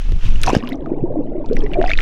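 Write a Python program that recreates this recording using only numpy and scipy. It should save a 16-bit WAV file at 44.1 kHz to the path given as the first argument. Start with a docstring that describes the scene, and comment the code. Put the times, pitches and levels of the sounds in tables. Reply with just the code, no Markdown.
"""Camera dipped in the sea

Wind rumbles and spray patters on a waterproof camera; it is plunged in and lifted out again.
Water slaps the housing in damped thuds with noise cracks, then air pockets glug as rising sines, treble dulled.
Random bubble swarms plus noise make spray, fizz and churn; filtered noise makes the low buffeting.
Near the surface, short high rings with noise ticks crowd together and the droplets return."""
import sys
import numpy as np
from scipy import signal
from scipy.fft import rfft, irfft
from scipy.io import wavfile
from scipy.ndimage import uniform_filter1d

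SR = 44100
rng = np.random.default_rng(int(sys.argv[2]) if len(sys.argv) > 2 else 0)


def wrap_up_sound(samples):
    """Save the sound to the file named by the first command line argument, as 16-bit audio."""
    columns = np.atleast_2d(samples).T
    # keep every value between -1 and 1, then stretch to whole-number steps
    tamed = np.clip(columns, -1, 1)
    steps = np.round(tamed * 32767).astype(np.int16)
    wavfile.write(sys.argv[1], SR, steps)


N = 88993
PLUNGE_S, SUBMERGED_S, SURFACES_S, CROSSING_S = 0.44, 0.59, 1.88, 0.03
BUBBLE_SWELL_CYCLES, POP_SWELL_CYCLES, TICK_SWELL_CYCLES = 1.71, 1, 1.7
BUBBLE_GLIDE, POP_GLIDE = 0.067, 0.017  # mean pitch rise over a ring, as a share


def undb(db):
    """Decibels to gain."""
    return 10 ** (np.asarray(db) / 20)


def curve(rows):
    """Gain over time, interpolated in dB between (s, dB) points."""
    seconds, db = np.array(rows).T
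    return undb(np.interp(np.arange(N) / SR, seconds, db))


def after(at_s):
    """Linear fade from 0 to 1 centred on a time, as the waterline crosses the microphone."""
    return np.clip((np.arange(N) / SR - at_s) / CROSSING_S + 0.5, 0, 1)


def noise():
    """White noise, rms 1."""
    return rng.standard_normal(N)


def colour(x, points):
    """Minimum-phase filter through (Hz, dB) points; rms 1."""
    hz, db = np.array(points).T
    bin_hz = np.arange(N + 1) * SR / (2 * N)
    log_gain = np.log(undb(np.interp(np.log(bin_hz + 1), np.log(hz), db)))
    # Folding the cepstrum forward in time makes the filter causal
    cepstrum = irfft(log_gain)
    cepstrum[1:N] *= 2
    cepstrum[N + 1:] = 0
    response = np.exp(rfft(cepstrum))
    y = irfft(rfft(np.tile(x, 2)) * response)[:N]
    return y / y.std()


def even(x, window_s):
    """Divides out the slow swells of a texture, so that its level curve rules."""
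    size = int(window_s * SR)
    power = uniform_filter1d(uniform_filter1d(x ** 2, size), size)
    return x / np.sqrt(power + 1e-12)


def cut(x, hz, kind):
    """Fourth-order low-pass or high-pass."""
    return signal.sosfilt(signal.butter(4, hz, kind, fs=SR, output="sos"), x)


def add(out, at_s, x):
    """Mixes a short sound in at a time."""
    i = max(int(at_s * SR), 0)
    out[i:i + len(x)] += x[:max(N - i, 0)]


def ring(hz, decay_cycles, swell_cycles, glide):
    """A bubble: a sine that swells, then decays exponentially while its pitch creeps up."""
    length_cycles = swell_cycles + 6 * decay_cycles
    cycles = np.arange(int(length_cycles * SR / hz) + 2) * hz / SR
    swell = np.sin(np.pi / 2 * np.minimum(cycles / swell_cycles, 1)) ** 2
    decay = np.exp(-np.maximum(cycles - swell_cycles, 0) / decay_cycles)
    phase_cycles = cycles * (1 + glide * cycles / cycles[-1])
    return swell * decay * np.sin(2 * np.pi * phase_cycles)


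def cloud(per_s, lo_hz, hi_hz, spread_db, decay_cycles):
    """A swarm of random bubbles, most weak and a few strong; rms 1."""
    out = np.zeros(N)
    for when, pitch, size, length in rng.random((int(per_s * N / SR), 4)):
        hz = min(lo_hz * (hi_hz / lo_hz) ** pitch, SR / 2)
        strength = undb(-spread_db * np.log(size + 0.036)) * np.sqrt(hz)
        bubble = ring(hz, decay_cycles * (0.5 + length), BUBBLE_SWELL_CYCLES, BUBBLE_GLIDE)
        add(out, when * N / SR, strength * bubble)
    return out / out.std()


def crack(source, decay_s):
    """A random cut of noise under an exponential decay."""
    count = 2000
    i = rng.integers(N - count)
    return source[i:i + count] * np.exp(-np.arange(count) / SR / decay_s)


def rumble(hz, slope_db):
    """Noise peaking at one low pitch: levels off an octave below, falls steadily per octave above."""
    top_db = slope_db * np.log2(SR / 2 / hz)
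    return colour(noise(), [(hz / 2, slope_db), (hz, 0), (SR / 2, top_db)])


# Low buffeting by wind and moving water. Each row: time in seconds, level in dB.
BUFFET_LEVEL = [(0, -18.5), (.15, -5.5), (.205, -21.5), (.26, -3.5), (.45, -10.5), (.6, -27), (.88, -25.5),
                (1.0, -18.5), (1.42, -21.5), (1.59, -7.5), (1.7, -16), (2.02, -7.5)]
WIND_HZ, SWAY_HZ, BUFFET_DB_PER_OCTAVE = 16.92, 13.1, -13.5
FLUTTER_DB, FLUTTER_HZ, FLUTTER_DB_PER_OCTAVE = -25, 65, -8.5


def buffet(under):
    """Wind rumbles, with eddies fluttering at the peaks of its swing; under water pressure sways slower."""
    wind = even(rumble(WIND_HZ, BUFFET_DB_PER_OCTAVE), 0.058)
    sway = even(rumble(SWAY_HZ, BUFFET_DB_PER_OCTAVE), 0.058)
    flutter = undb(FLUTTER_DB) * wind ** 2 * rumble(FLUTTER_HZ, FLUTTER_DB_PER_OCTAVE)
    return curve(BUFFET_LEVEL) * ((1 - under) * (wind + flutter) + under * sway)


# Churning water. 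Each row: time in seconds, level in dB.
CHURN_LEVEL = [(0, -57), (.42, -44), (.48, -23), (.56, -23), (.6, -31), (.72, -29), (.92, -26),
               (1.0, -29.5), (1.14, -25.5), (1.26, -27.5), (1.47, -30.5), (1.58, -24.5), (1.68, -28),
               (1.8, -25), (1.92, -36.5), (2.02, -34)]
# Its spectrum. Each row: frequency in Hz, gain in dB.
CHURN_SPECTRUM = [(40, -0.5), (135, -4.5), (190, -8), (290, 0.5), (450, -5), (680, -6.5), (1100, -23.5),
                  (1500, -44), (16000, -100)]
CHURN_PER_S, CHURN_SPREAD_DB, CHURN_CYCLES, WASH_DB = 600, 1.4, 5, -9  # wash against bubbles


def churn():
    """Many muffled bubbles gurgle over a soft noise wash."""
    swarm = cloud(CHURN_PER_S, 109.6, 1390.5, CHURN_SPREAD_DB, CHURN_CYCLES)
    swarm = swarm + undb(WASH_DB) * noise()
    return curve(CHURN_LEVEL) * even(colour(swarm, CHURN_SPECTRUM), 0.11)


# Fine spray and fizz. Each row: time in seconds, level in dB.
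SPRAY_LEVEL = [(0, -43.5), (.18, -49), (.26, -35), (.33, -44), (.42, -42.5), (.475, -25), (.515, -33),
               (.56, -30.5), (.59, -36.5), (.72, -41.5), (.78, -57.5), (.95, -56.5), (1.1, -63.5),
               (1.4, -56.5), (1.6, -46), (1.79, -46.5), (1.89, -34.5), (1.955, -47), (2.02, -28.5)]
# Spray spectrum in air, also of the slap cracks. Each row: frequency in Hz, gain in dB.
SPRAY_SPECTRUM = [(800, -8), (1400, -4.5), (2100, -4.5), (2700, 2), (4000, -7.5), (6000, -9), (8000, -21),
                  (9200, -23), (16000, -35)]
# Fizz spectrum in water. Each row: frequency in Hz, gain in dB.
FIZZ_SPECTRUM = [(300, -8.5), (1000, -0.5), (1500, -4.5), (2300, -2), (3500, -11), (6000, -21), (8000, -26),
                 (16000, -41.5)]
DROPS_PER_S, DROP_SPREAD_DB, DROP_CYCLES, HISS_DB = 1800, 4.3, 4.5, -6.5  # hiss against droplets
FIZZ_PER_S, FIZZ_SPREAD_DB, FIZZ_CYCLES, FIZZ_HISS_DB = 450, 4.3, 5, -3.5
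SURF_DB = 0.5  # shore hiss added before the plunge, against droplets


def spray(under):
    """Shore hiss, ringing droplets from the plunge, duller fizz in the water, droplets at the surface."""
    hiss = undb(HISS_DB) + undb(SURF_DB) * (1 - after(PLUNGE_S))
    drops = cloud(DROPS_PER_S, 690, 14300, DROP_SPREAD_DB, DROP_CYCLES)
    drops = (drops + hiss * noise()) / np.hypot(1, hiss)
    fizz = cloud(FIZZ_PER_S, 900, 12000, FIZZ_SPREAD_DB, FIZZ_CYCLES)
    fizz = fizz + undb(FIZZ_HISS_DB) * noise()
    deep = under * (1 - after(SURFACES_S))
    texture = (1 - deep) * colour(drops, SPRAY_SPECTRUM) + deep * colour(fizz, FIZZ_SPECTRUM)
    return curve(SPRAY_LEVEL) * even(texture, 0.099)


# Tiniest bubbles, right at the microphone. Each row: start in seconds, level in dB.
TINY_BUBBLES = [(0.691, -28), (1.557, -38), (1.729, -44.5)]
TICK_HZ, TICK_CYCLES = 11530, 5.6


def ticks():
    """The smallest bubbles give a thin, very high snap."""
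    out = np.zeros(N)
    for at_s, db in TINY_BUBBLES:
        add(out, at_s, undb(db) * ring(TICK_HZ, TICK_CYCLES, TICK_SWELL_CYCLES, POP_GLIDE))
    return out


# Water slapping the housing. Each row: start in seconds, thud pitch in Hz, thud in dB, crack in dB.
HOUSING_SLAPS = [(.121, 284, -17.5, -31), (0.4958, 750, -1.5, -37), (0.5317, 342, -1, -27),
                 (0.5497, 530, -1, -18.5), (0.56, 85, -8.5, -48.5), (0.5647, 201, 1.5, -23.5),
                 (1.026, 135, -10, -61.5)]
SLAP_CYCLES, SLAP_RISE_CYCLES, CRACK_S = 0.53, 0.52, 0.0017


def slaps():
    """Water closes over the housing in heavily damped thuds, each with a crack of spray."""
    out = np.zeros(N)
    wet = colour(noise(), SPRAY_SPECTRUM)
    for at_s, hz, thud_db, crack_db in HOUSING_SLAPS:
        # Inverted: the thud swings negative first
        add(out, at_s, -undb(thud_db) * ring(hz, SLAP_CYCLES, SLAP_RISE_CYCLES, 0))
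        add(out, at_s, undb(crack_db) * crack(wet, CRACK_S))
    return out


# Drops and small bubbles bursting on the housing.
# Each row: start in seconds, pitch in Hz, level in dB, decay in cycles.
BURSTS = [(0.3577, 2840, -24.5, 7), (.416, 6700, -20, 4), (0.4338, 9000, -14, 6.2),
          (0.4342, 3600, -4, 0.79), (0.437, 2460, -16.5, 3.9), (0.44, 1400, -12.5, 1.6),
          (0.463, 5530, -13, 5.2), (0.4745, 1560, -17, 1.6), (0.4906, 5750, -19.5, 8.3),
          (0.5018, 7200, -25, 12), (0.552, 5040, -20, 16), (0.55, 1560, -11, 2.3), (0.6737, 2750, -19, 1.7),
          (0.6897, 3130, -24.5, 3.6), (0.7007, 3400, -42, 3.3), (0.72, 2040, -20.5, 5.7),
          (0.73, 3750, -30, 7.4), (0.756, 5900, -39, 5.6), (0.8596, 1220, -21.5, 5.1),
          (1.46, 4100, -30.5, 1.23), (1.488, 3390, -36, 4.9), (1.532, 4330, -26, 1.4),
          (1.5673, 1960, -13.5, 2.7), (1.5679, 5700, -31.5, 8.9), (1.59, 5160, -28.5, 5.7),
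          (1.606, 3220, -31, 12), (1.638, 5330, -35.5, 9.4), (1.663, 1970, -23.5, 7),
          (1.715, 2920, -36, 8.2), (1.735, 2790, -18.5, 4.5), (1.7418, 2347, -21.5, 12),
          (1.8135, 1560, -12, 0.77), (1.826, 2770, -18.5, 2), (1.84, 1450, -15, 2.2),
          (1.8482, 3540, -31, 7.8), (1.8616, 2610, -22.5, 9.4), (1.8739, 4870, -25.5, 8.2),
          (1.879, 1950, -18.5, 13), (1.8937, 2160, -12, 3.8), (1.901, 3620, -19, 9), (1.905, 1770, -9, 2.4),
          (1.915, 2235, -6.5, 6.2), (1.9343, 2500, -8.5, 8.2), (1.9534, 1970, -22, 1.5),
          (1.9755, 3760, -15, 5.2), (1.9882, 1800, -5.5, 2.15), (2.005, 2340, -11.5, 1.4)]
POP_TICK_DB, POP_TICK_S = -16, 0.004  # splash against the tone of its burst


def pops():
    """Each burst is a brief high ring with a wet noise tick around its own pitch."""
    out, white = np.zeros(N), noise()
    for at_s, hz, db, decay_cycles in BURSTS:
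        band_hz = [hz / 2, min(hz * np.sqrt(2), SR / np.e)]
        wet = signal.sosfilt(signal.butter(2, band_hz, "band", fs=SR, output="sos"), white)
        add(out, at_s, undb(db) * ring(hz, decay_cycles, POP_SWELL_CYCLES, POP_GLIDE))
        add(out, at_s, undb(db + POP_TICK_DB) * crack(wet / wet.std(), POP_TICK_S))
    return out


# Air pockets that break loose and ring.
# Each row: start in seconds, pitch in Hz, level in dB, decay in cycles.
AIR_POCKETS = [(.472, 993, -9.5, 2.2), (.478, 920, -12, 10), (.478, 750, -6, 5.2), (.5015, 977, -9.5, 2.7),
               (.628, 241.4, -19, 10), (.717, 259.5, -14.5, 2.5), (.868, 308, -17.5, 3.7),
               (.9145, 325, -7.5, 1.46), (.934, 383, -11, 0.73), (.968, 308.5, -16, 2.3),
               (.988, 703, -31.5, 12), (1.035, 336.4, -7.5, 3.7), (1.055, 923, -30.5, 13),
               (1.1, 583, -24.5, 18.5), (1.105, 473, -12.5, 1.2), (1.153, 684, -24, 10.5),
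               (1.155, 556, -18.5, 4.1), (1.164, 299, -11, 3.8), (1.186, 280.5, -15, 6.8),
               (1.193, 529, -19.5, 5), (1.204, 458, -19, 2.4), (1.318, 576, -22, 3.9),
               (1.351, 355, -15, 3.4), (1.354, 580, -20, 4.2), (1.377, 315, -17.5, 3.9),
               (1.397, 584, -22.5, 10.4), (1.441, 888, -25.5, 7.6), (1.495, 239, -14.5, 2.5),
               (1.509, 416, -8.5, 3.4), (1.523, 472.5, -10.5, 4.3), (1.586, 300, -14, 0.35),
               (1.634, 405, -14, 5.4), (1.755, 686, -17.5, 27.4), (1.771, 595.7, -14, 14.5),
               (1.7845, 361, -6, 4.9), (1.798, 420, -8.5, 0.38), (1.8125, 656, -10.5, 7.1),
               (1.839, 683, -6, 1.26), (1.853, 729, -17, 11.7), (1.894, 639, -20, 7.3)]


def bubbles():
    """Large air pockets glug close to the housing, each a decaying sine."""
    out = np.zeros(N)
    for at_s, hz, db, decay_cycles in AIR_POCKETS:
        add(out, at_s, undb(db) * ring(hz, decay_cycles, BUBBLE_SWELL_CYCLES, BUBBLE_GLIDE))
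    return out


GLUG_TOP_HZ, POP_LOW_HZ, POP_TOP_HZ = 1007, 1360, 7000  # the tops apply once submerged


def muffle(x, top_hz, under):
    """The wet housing takes the treble away as the camera submerges."""
    return (1 - under) * x + under * cut(x, top_hz, "low")


def scene():
    """Sums all the water sounds at one microphone."""
    under = after(SUBMERGED_S)
    glugs = muffle(bubbles(), GLUG_TOP_HZ, under)
    bursts = muffle(cut(pops(), POP_LOW_HZ, "high"), POP_TOP_HZ, under)
    background = buffet(under) + churn() + spray(under)
    return (background + ticks() + slaps() + bursts + glugs)[None]


TOP_HZ = 15800


def record(dry):
    """The camera rounds off peaks towards 0.9 and cuts the top."""
    rounded = dry / (1 + (dry / 0.9) ** 8) ** (1 / 8)
    return signal.sosfilt(signal.ellip(8, 0.2, 70, TOP_HZ, fs=SR, output="sos"), rounded)


dry = scene()
out = record(dry)
wrap_up_sound(out)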